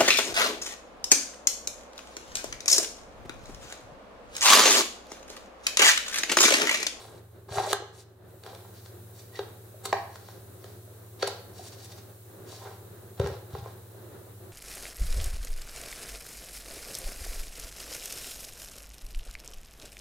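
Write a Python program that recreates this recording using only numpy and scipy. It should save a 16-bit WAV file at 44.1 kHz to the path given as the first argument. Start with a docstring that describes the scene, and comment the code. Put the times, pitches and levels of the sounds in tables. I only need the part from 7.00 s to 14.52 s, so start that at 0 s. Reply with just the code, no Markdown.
"""Bottle box on a table

Close take of a plywood bottle box handled on a table in a small hard room, heard at a phone's two microphone ports.
The lid slides shut with a judder, the bottle knocks and clinks on the walls as the box tilts, fingers and
wood rub, and the box lands with thumps. Blows ring damped modes, rubs are dense random clicks, cracks
are noise bursts. Two low hums, a distant rumble and microphone hiss lie under it."""
import sys
import numpy as np
from scipy import signal
from scipy.fft import rfft, irfft
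from scipy.io import wavfile
from scipy.ndimage import uniform_filter1d

SR = 44100
rng = np.random.default_rng(int(sys.argv[2]) if len(sys.argv) > 2 else 0)


def transcribe(u):
    """Save the signal u as a 16-bit wav file named by the first command-line argument.

    u: samples, shape (n,) or (channels, n), limited to [-1, 1]; the rate is SR.
    q: integer samples, one column per channel.
    """
    v = np.clip(np.atleast_2d(u).T, -1, 1)
    q = np.round(v * 32767).astype(np.int16)
    wavfile.write(sys.argv[1], SR, q)


def gain_from_db(level_db):
    """Turn a decibel level (scalar or array-like) into a linear amplitude factor."""
    decades = np.asarray(level_db, float) / 20
    return 10 ** decades


N = 331632
T = np.arange(N) / SR
LEFT_RIGHT = np.array([[1], [-1]])  # opposite sign in the two ports


def colour(x, points):
    """Filter by (f/Hz, level/dB) points joined on a log axis, 20 dB lower beyond the end points."""
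    hz, db = np.transpose(points)
    f = np.fft.rfftfreq(x.shape[-1], 1 / SR) + 1
    gain_db = np.interp(np.log(f), np.log(hz), db, left=db[0] - 20, right=db[-1] - 20)
    return irfft(rfft(x) * gain_from_db(gain_db), x.shape[-1])


def highpass(x, hz):
    """Second-order loss of bass, as from a body too small to radiate long waves."""
    return signal.sosfilt(signal.butter(2, hz, "highpass", fs=SR, output="sos"), x)


def unit(x):
    """Scale to rms 1."""
    return x / np.sqrt(np.mean(x ** 2))


def walk(rate):
    """Random levels held 1 / rate s and smoothed twice; spread near 1."""
    k = int(SR / rate)
    levels = rng.standard_normal(N // 100)
    held = levels[np.arange(N) // k]
    return 1.277 * uniform_filter1d(uniform_filter1d(held, k), k)


def add(out, s, x):
    """Mix x into out from time s."""
    i = int(s * SR)
    out[i:i + len(x)] += x[:N - i]


def ring(modes, push_s):
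    """Damped modes after one half-sine push; a longer push dulls the upper ones."""
    hz, gain, t60 = modes
    t = T[:SR // 4, None]
    waves = np.sin(2 * np.pi * hz * t) * gain_from_db(-60 * t / t60)
    push = np.sin(np.pi * np.clip(T[:SR // 100] / push_s, 0, 1))
    return signal.fftconvolve(waves @ gain, push / push.sum())


def attack(x, db):
    """Scale x so that its first 7 ms have this rms level."""
    return x * gain_from_db(db) / np.sqrt(np.mean(x[:int(0.007 * SR)] ** 2))


# slow level change of hums, rumble, hiss and room: a sink just after the lid shuts, then a rise: t/s, level/dB
DIP = [(.725, -1.5), (.78, -8.5), (1.05, -8.5), (1.22, -6.5), (1.3, 1.5), (1.6, 7)]
# the drone settles upward: t/s, f/Hz
DRONE = [(.5, 87.2), (1.3, 89.5), (2.1, 93.1)]
# spectrum of the distant rumble: f/Hz, level per Hz/dB
RUMBLE = [(20, 2.5), (30, -8.5), (45, -25), (75, -10.5), (125, -10.5), (185, -14.5), (290, -17), (375, -5),
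          (450, -12.5), (600, -16), (900, -24), (1600, -27), (2400, -39.5), (3900, -39.5), (6000, -52)]
# spectrum of the microphone hiss: f/Hz, level per Hz/dB
HISS = [(500, -6), (2500, -9), (3900, -7.5), (5000, -9.5), (8000, -2), (12000, 1), (16000, 3.5)]


def background():
    """A nearly steady hum beats against a drifting drone; rumble flickers; each microphone hisses alone."""
    hum_hz = 109.8 + 0.4 * walk(2.91)
    hum = gain_from_db(-52.5 + 1.0 * walk(8.9)) * np.sin(2 * np.pi * np.cumsum(hum_hz) / SR)
    drone_hz = np.interp(T, *np.transpose(DRONE)) + 1.25 * walk(9.8)
    turns = 2 * np.pi * np.cumsum(drone_hz) / SR
    octave = gain_from_db(-12) * np.sin(2 * turns)
    drone = gain_from_db(-56.5 + 2.7 * walk(7.)) * (np.sin(turns) + octave)
    mid, side = rng.standard_normal((2, N))
    # the ports hear nearly the same rumble except at the ends of the spectrum
    side = colour(side, [(30, -3), (100, -9.5), (300, -9.5), (700, -5), (1500, -2.0), (20000, 0)])
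    rumble = unit(colour(mid + side * LEFT_RIGHT, RUMBLE)) * gain_from_db(-53 + 2.53 * walk(15.))
    hiss = gain_from_db(-61.5) * unit(colour(rng.standard_normal((2, N)), HISS))
    dip_db = np.interp(T, *np.transpose(DIP))
    distant = np.sqrt(2) * (hum + drone) + rumble  # sqrt(2) turns peak levels into rms
    return gain_from_db(0.3 * dip_db) * distant + gain_from_db(dip_db) * hiss


# box modes: f/Hz, level/dB, t60/s
BOX = [(347, -6, 0.057), (406, 0.5, 0.12), (450, -1.5, 0.12), (540, -1, 0.055), (598, -8, 0.069),
       (700, -3, 0.078), (765.6, -1.5, 0.08), (795, -7.5, 0.094), (834, -2, 0.066), (960, -1, 0.03),
       (1036, -6.5, 0.074), (1188, -10.5, .025), (1263, -2, 0.022), (1395, -1.5, 0.028), (1534, -1, 0.061),
       (1632, 1, 0.046), (1690, -4, 0.042), (1887, 2.5, 0.023), (2015, -6, 0.016), (2286, -10.5, 0.024),
       (2400, -8.5, 0.036), (2760, -11, 0.031), (2910, -16, .02)]
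# modes that belong to the walls, the air cavity, low and high edge modes: above f/Hz, up to f/Hz
PARTS = [(560, 1200), (0, 560), (1200, 1470), (1470, 3200)]
# a lighter touch is a longer push: wall ring level/dB, push/s
PUSH = [(-57, 0.00057), (-42, 0.00016)]


def box_ring(part_dbs, chance):
    """Walls, cavity and edges ring by where the box is touched; the grip shifts each mode a little."""
    hz, db, t60 = np.transpose(BOX)
    # pairs of neighbouring modes move in opposite sense
    sense = (-1.) ** ((np.arange(len(hz)) + 1) // 2)
    modes = np.array([hz * (1 + 0.0098 * chance[0]), gain_from_db(db + 3.1 * chance[1]) * sense, t60])
    push_s = np.interp(part_dbs[0], *np.transpose(PUSH))
    out = 0
    for (low, high), part_db in zip(PARTS, part_dbs):
        part = modes[:, (low < hz) & (hz <= high)]
        out = out + attack(ring(part, push_s), part_db)
    return out


def grains(per_s, spread_db):
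    """Dense clicks of uneven size, as when rough fibres catch and let go."""
    size = gain_from_db(spread_db * rng.exponential(size=N)) * rng.standard_normal(N)
    return size * (rng.random(N) < per_s / SR)


# how rubbing shakes walls, cavity, low and high edge modes: level/dB each
RUB_RING = (0, -1.5, -9, -10)
# spectrum of wood grit, also of cracks: f/Hz, level/dB
GRIT = [(1500, -15), (2100, -4), (2600, -5.5), (3200, -1.5), (3900, -0.5), (4500, -2), (5500, -5),
        (7000, -10), (9000, -26)]
# spectrum of grit under skin: f/Hz, level/dB
SKIN = [(1500, -6), (2400, -6.5), (3300, -4), (3900, -2), (4600, 0.5), (5500, -1.5), (7000, -6),
        (8500, -17), (10000, -17)]
# spectrum of fine grit, also of crack tops: f/Hz, level/dB
FINE = [(5000, -19), (6500, -5.5), (8500, 0), (11000, -4.5), (14000, -9.5), (17000, -14)]
# spectrum of the lid's fine grit in its groove: f/Hz, level/dB
GROOVE = [(3500, -25), (5000, -9), (6500, -1.5), (8000, -2), (10500, -6), (14000, -13), (17000, -18)]


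def rubbed_wood():
    """Catching fibres shake the box walls; finer ones are heard directly as grit."""
    shaken = signal.fftconvolve(grains(1800., 1.94), box_ring(RUB_RING, np.zeros((2, 1))))[:N]
    walls = unit(shaken) * gain_from_db(2.34 * walk(60.))
    catch = grains(6000., 1.7) * gain_from_db(3.2 * walk(110.))
    soft = grains(14000., 1.1) * gain_from_db(1.5 * walk(160.))
    grit = unit(colour(catch, GRIT))
    skin, fine, groove = (unit(colour(soft, points)) for points in (SKIN, FINE, GROOVE))
    return walls, grit, skin, fine, groove


def stroke(s, dbs):
    """Gains of the three rubbing layers along a path of levels, faded over 11 ms at both ends."""
    fade = np.clip(np.minimum(T - s[0], s[-1] - T) / 0.011 + .5, 0, 1)
    return fade * gain_from_db(np.array([np.interp(T, s, db) for db in dbs]))


def strokes(table, rumble_db, layers):
    """Each rub swells to a peak and falls; wall rumble follows the grit, rumble_db above it."""
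    swell_db = np.array([-12.5, 0, -12.5])  # both ends against the peak
    gain = 0
    for s, rise, fall, grit_db, fine_db in table:
        peak_dbs = np.array([[grit_db + rumble_db], [grit_db], [fine_db]])
        gain = gain + stroke([s - rise, s, s + fall], swell_db + peak_dbs)
    return (gain * layers).sum(axis=0)


# wood drags on wood: peak t/s, rise/s, fall/s, grit level/dB, fine grit level/dB
DRAGS = [(.0, 0.042, .2, -56, -55.5), (1.454, 0.037, 0.28, -61, -64), (5.67, 0.097, 0.1, -54.5, -63),
         (6.225, 0.052, .17, -53, -74), (6.558, 0.057, 0.089, -57, -70), (6.675, .045, 0.056, -60.5, -74)]


def drags(walls, grit, fine):
    """Wood dragged on wood shakes the walls strongly under its grit."""
    return strokes(DRAGS, 10, (walls, grit, fine))


def panel_tones(table, swell_s):
    """Each event swells and fades softly on one panel tone, peaking after swell_s."""
    out = np.zeros(N)
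    t = T[:SR // 20] / swell_s
    for (s, db, hz), turn in zip(table, rng.random(len(table))):
        tone = np.sin(2 * np.pi * (hz * T[:len(t)] + turn))
        add(out, s, gain_from_db(db) * t * np.exp(1 - t) * tone)
    return out


# faint taps: t/s, peak level/dB, f/Hz
TAPS = [(0.141, -45, 595), (1.208, -55, 568), (1.34, -47, 590), (2.742, -43, 590), (3.876, -44.5, 603),
        (4.593, -36, 720), (6.946, -47, 603), (7.079, -46, 576), (7.214, -46, 557)]


def taps():
    """Faint taps each ring one panel tone."""
    return panel_tones(TAPS, 0.0028)


# the lid slides shut in its groove: t/s, wall rumble level/dB, grit level/dB
LID = [(.485, -46, -64), (.506, -47.5, -55), (.543, -38, -43), (.579, -28.5, -41.5), (.616, -36, -47),
       (.652, -33, -45), (.689, -40, -41.5), (0.728, -35, -38)]


def lid(walls, grit, groove):
    """The lid's slide is one long stroke of wall rumble, grit and the groove's fine grit."""
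    s, rumble_db, grit_db = np.transpose(LID)
    gain = stroke(s, (rumble_db, grit_db, grit_db - 2.5))
    return (gain * (walls, grit, groove)).sum(axis=0)


# table top modes: f/Hz, level/dB, t60/s
TABLE = [(70, -17, 0.065), (91, -0.5, 0.14), (113.7, 2.5, 0.17), (130, -15.5, 0.22), (156, -12.5, 0.17),
         (240, -9.5, 0.11)]
# the box lands on the table top: t/s, peak level/dB
LANDINGS = [(.509, -33.5), (0.573, -32.5), (6.195, -17), (6.244, -21.5), (6.311, -30.5), (6.533, -28),
            (6.584, -34), (6.62, -36)]


def landings():
    """The table top booms under a soft, long push, with its deepest bass taken away."""
    out = np.zeros(N)
    hz, db, t60 = np.transpose(TABLE)
    boom = highpass(ring((hz, gain_from_db(db), t60), 0.0041), 69)
    for s, peak_db in LANDINGS:
        add(out, s, gain_from_db(peak_db) * boom / np.abs(boom).max())
    return out


# the lid catches and slips in its groove: t/s, peak level/dB, f/Hz
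JUDDERS = [(.531, -32, 630), (.554, -31, 800), (.572, -23.5, 750), (.583, -21.5, 780), (.599, -18.5, 770),
           (.619, -29, 780), (.638, -26.5, 800), (.645, -31, 820), (.66, -31, 834), (.673, -24, 625),
           (.686, -34, 700), (.707, -27, 600)]


def judders():
    """Each slip of the lid sounds one panel tone."""
    return panel_tones(JUDDERS, 0.0026)


def blows(table, scatter):
    """Each blow rings the box and spits a short crack of fibres, its top in finer grit."""
    out = np.zeros(N)
    grit, fine = (colour(rng.standard_normal(N), points) for points in (GRIT, FINE))
    t = T[:SR // 30]
    for (s, *part_dbs, crack_db, top_db, decay_ms), chance in zip(table, scatter):
        add(out, s, box_ring(part_dbs, chance))
        i = int(s * SR)
        burst = t ** 2 * np.exp(-t * 1000 / decay_ms)
        crack = attack(burst * grit[i:i + len(t)], crack_db)
        add(out, s, crack + attack(burst * fine[i:i + len(t)], top_db))
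    return out


# knocks on the box, rms of the attack:
# t/s, wall ring level/dB, cavity ring level/dB, crack level/dB, crack top level/dB
KNOCKS = [(0.572, -43, -33, -44, -51), (0.582, -25.5, -48, -41, -58), (0.729, -25.5, -26, -27, -27.5),
          (.8, -48, -38.5, -68, -70), (.82, -41.5, -41, -65, -72), (1.435, -73, -64, -51.5, -62),
          (1.462, -46, -43, -51, -56), (1.53, -48, -46, -78, -69), (1.548, -80, -53, -52.5, -56),
          (1.859, -64, -59, -57.5, -66), (3.156, -50.5, -61, -52, -58.5), (3.285, -47.5, -53, -59, -68),
          (3.641, -53, -46, -54.5, -58), (4.283, -40, -39, -58, -64), (4.325, -45.5, -47, -76, -70),
          (5.525, -47.5, -49, -67, -61), (5.712, -47.5, -64, -73, -72), (6.1959, -43.5, -46, -45.5, -53),
          (6.198, -36, -22.5, -51, -57), (6.214, -46, -30, -49, -67), (6.243, -48, -32.5, -51, -70),
          (6.26, -38.5, -31.5, -46.5, -64), (6.271, -46, -50, -48.5, -48.5), (6.299, -43.5, -36, -61, -71),
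          (6.549, -38, -36.5, -58, -72), (6.658, -43, -40, -64, -69), (6.705, -54, -60, -69, -66)]


def knocks():
    """Knocks ring walls, cavity and edges; the edge ring lies between wall ring and crack."""
    table = []
    for s, wall_db, cavity_db, crack_db, top_db in KNOCKS:
        edge_db = wall_db + 0.66 * (crack_db - wall_db) - 1.5
        table.append((s, wall_db, cavity_db, edge_db, edge_db, crack_db, top_db, 1))
    return blows(table, rng.standard_normal((len(table), 2, len(BOX))))


# fingers brush the wood: peak t/s, rise/s, fall/s, skin grit level/dB, fine grit level/dB
BRUSHES = [(1.0, .07, 0.039, -57, -56), (1.785, 0.06, .035, -59, -82), (1.855, .035, 0.041, -60, -67),
           (2.19, 0.046, 0.054, -58.5, -59.5), (3.16, 0.066, .02, -59.5, -72),
           (3.28, 0.13, 0.13, -60.5, -74), (3.65, 0.055, 0.14, -63, -81), (4.58, 0.048, .04, -56, -62),
           (4.635, 0.048, .03, -57, -57), (4.678, .04, 0.019, -50.5, -51),
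           (4.727, .012, 0.031, -50.5, -56.5), (4.808, .04, 0.029, -53, -62),
           (4.853, 0.03, .016, -52.5, -53), (4.922, .035, 0.023, -53.5, -61),
           (4.985, 0.032, 0.023, -55, -62), (5.52, 0.058, 0.13, -52, -57.5)]


def brushes(walls, skin, fine):
    """Soft fingers give skin grit and hardly shake the walls."""
    return strokes(BRUSHES, -2.5, (walls, skin, fine))


def squeak():
    """One short squeak glides down with unsteady pitch and level."""
    start, end = 2.322, 2.39  # s
    hz = np.interp(T, (start, end), (1940, 1790)) * (1 + 0.025 * walk(200.))
    swell = np.sin(np.pi * np.clip((T - start) / (end - start), 0, 1))
    return gain_from_db(-53 + 6.6 * walk(120.)) * swell * np.sin(2 * np.pi * np.cumsum(hz) / SR)


# the bottle slides up to a wall: peak t/s, rise/s, fall/s, grit level/dB, fine grit level/dB
SLIDES = [(2.375, 0.055, .03, -52, -58), (2.858, 0.023, .022, -43.5, -43),
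          (4.232, 0.038, 0.047, -44.5, -53)]


def slides(walls, grit, fine):
    """The sliding bottle rubs out grit and shakes the walls."""
    return strokes(SLIDES, 3, (walls, grit, fine))


# the bottle strikes a wall: t/s, wall ring level/dB, cavity ring level/dB, low edge ring level/dB,
# high edge ring level/dB, crack level/dB, crack top level/dB, crack decay/ms
BOTTLE = [(2.39, -36, -27, -44, -44.5, -44, -61, 0.95), (2.852, -44, -49, -49, -46, -40.5, -37, 2),
          (2.856, -39.5, -40, -41.5, -51, -47, -48, 1.), (2.927, -19.5, -28, -38, -28.5, -37.5, -47, 1.1),
          (4.2245, -35, -35.5, -53, -39, -33.5, -47, 1.1), (4.2276, -34, -23.5, -32, -45, -42, -62, 0.94),
          (4.271, -54, -39, -52, -49, -37, -36.5, 2.1), (4.275, -33, -33.5, -48, -51, -47, -65, 1.1)]
# glass modes: f/Hz, level/dB, t60/s
GLASS = [(3270, -16, 0.029), (3790, 2, 0.022), (4500, 7, 0.022), (6740, -15, .02), (8000, -14, .02)]


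def bottle():
    """The bottle's blows ring the box, and 2 ms later the glass clinks on its own short modes."""
    scatter = rng.standard_normal((len(BOTTLE), 2, len(BOX)))
    out = blows(BOTTLE, scatter)
    hz, db, t60 = np.transpose(GLASS)
    for (s, *_, crack_db, _, _), chance in zip(BOTTLE, scatter):
        clink = ring((hz, gain_from_db(db + 4.2 * chance[1, :len(hz)]), t60), .0001)
        add(out, s + .002, attack(clink, crack_db - 3))
    return out


# reverberation of the small hard room: f/Hz, t60/s
ROOM_T60 = [(100, 0.48), (450, 0.57), (1000, 0.54), (4000, 0.53), (7000, 0.34), (10000, 0.18)]
# the echoes carry less bass: f/Hz, level/dB
ROOM_BASS = [(300, -5.5), (1000, -4), (2500, -2)]


def room(x):
    """Diffuse echoes, weak for the first 6 ms, fading band by band; the bass is much alike left and right."""
    t = T[:SR // 2]
    hz, t60 = np.transpose(ROOM_T60)
    tail = np.zeros((2, len(t)))
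    for centre in 80 * 2. ** np.arange(8):  # octave bands, Hz
        edges = [centre / np.sqrt(2), centre * np.sqrt(2)]
        band = signal.butter(2, edges, "bandpass", fs=SR, output="sos")
        mid, side = signal.sosfilt(band, rng.standard_normal((2, len(t))))
        band_t60 = np.interp(np.log(centre), np.log(hz), t60)
        fall = gain_from_db(np.interp(centre, *np.transpose(ROOM_BASS)) - 60 * t / band_t60)
        tail += fall * (mid + min(centre / 2000.0, 1) * side * LEFT_RIGHT)
    tail *= np.clip((t - 0.0057) / 0.0036 + .4, .4, 1)
    tail /= np.sqrt(np.sum(tail ** 2) / 2)
    return gain_from_db(-7.5) * signal.fftconvolve(x[None], tail, axes=1)[:, :N]


# left port over right: f/Hz, level/dB
BALANCE = [(300, 1), (700, 2), (1400, -3.5), (2800, -4), (5000, 3.5), (9000, -1.5)]


def at_ports(near):
    """Near sounds reach the two ports unequally loud and, mostly in the treble, a little out of step."""
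    f = np.fft.rfftfreq(N, 1 / SR)
    # a quarter turn whose size ripples along frequency
    turned = irfft(1j * np.sqrt(2) * np.cos(2 * np.pi * 0.000606 * f) * rfft(near), N)
    spread = colour(turned, [(200, -11), (1000, -12.5), (3000, -5.0), (10000, -4.5), (20000, -1)])
    ports = []
    for share in (.5, -.5):
        tilt = [(hz, share * db) for hz, db in BALANCE]
        ports.append(colour(near, [(1, 0)] + tilt + [(SR, 0)]))
    return np.array(ports) + spread * LEFT_RIGHT


def scene():
    """The box and the table sound close to the ports, the room answers, the background lies under."""
    under = background()
    walls, grit, skin, fine, groove = rubbed_wood()
    rubs = drags(walls, grit, fine) + lid(walls, grit, groove) + brushes(walls, skin, fine)
    rubs += squeak() + slides(walls, grit, fine)
    # a narrow box cannot radiate long waves
    box = highpass(taps() + judders() + knocks() + bottle() + rubs, 248)
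    near = box + landings()
    room_gain = gain_from_db(0.29 * np.interp(T, *np.transpose(DIP)))
    return at_ports(near) + room(near) * room_gain + under


def roll_off(x):
    """The treble ends steeply here."""
    return signal.sosfilt(signal.butter(12, 16870, fs=SR, output="sos"), x)


# response of the microphone port: f/Hz, level/dB
PORT = [(1, -1.5), (2600, 0), (3300, -1), (3900, 3.5), (4700, 0), (6000, -0.5), (30000, -5)]


def record(dry):
    """The microphone ports lift one treble band; the microphones drop the deepest bass and the top."""
    heard = highpass(colour(dry, PORT), 65)
    mix = signal.sosfilt(signal.ellip(10, .2, 60, 15800, fs=SR, output="sos"), heard)
    return roll_off(mix)


dry = scene()
out = record(dry)
transcribe(out)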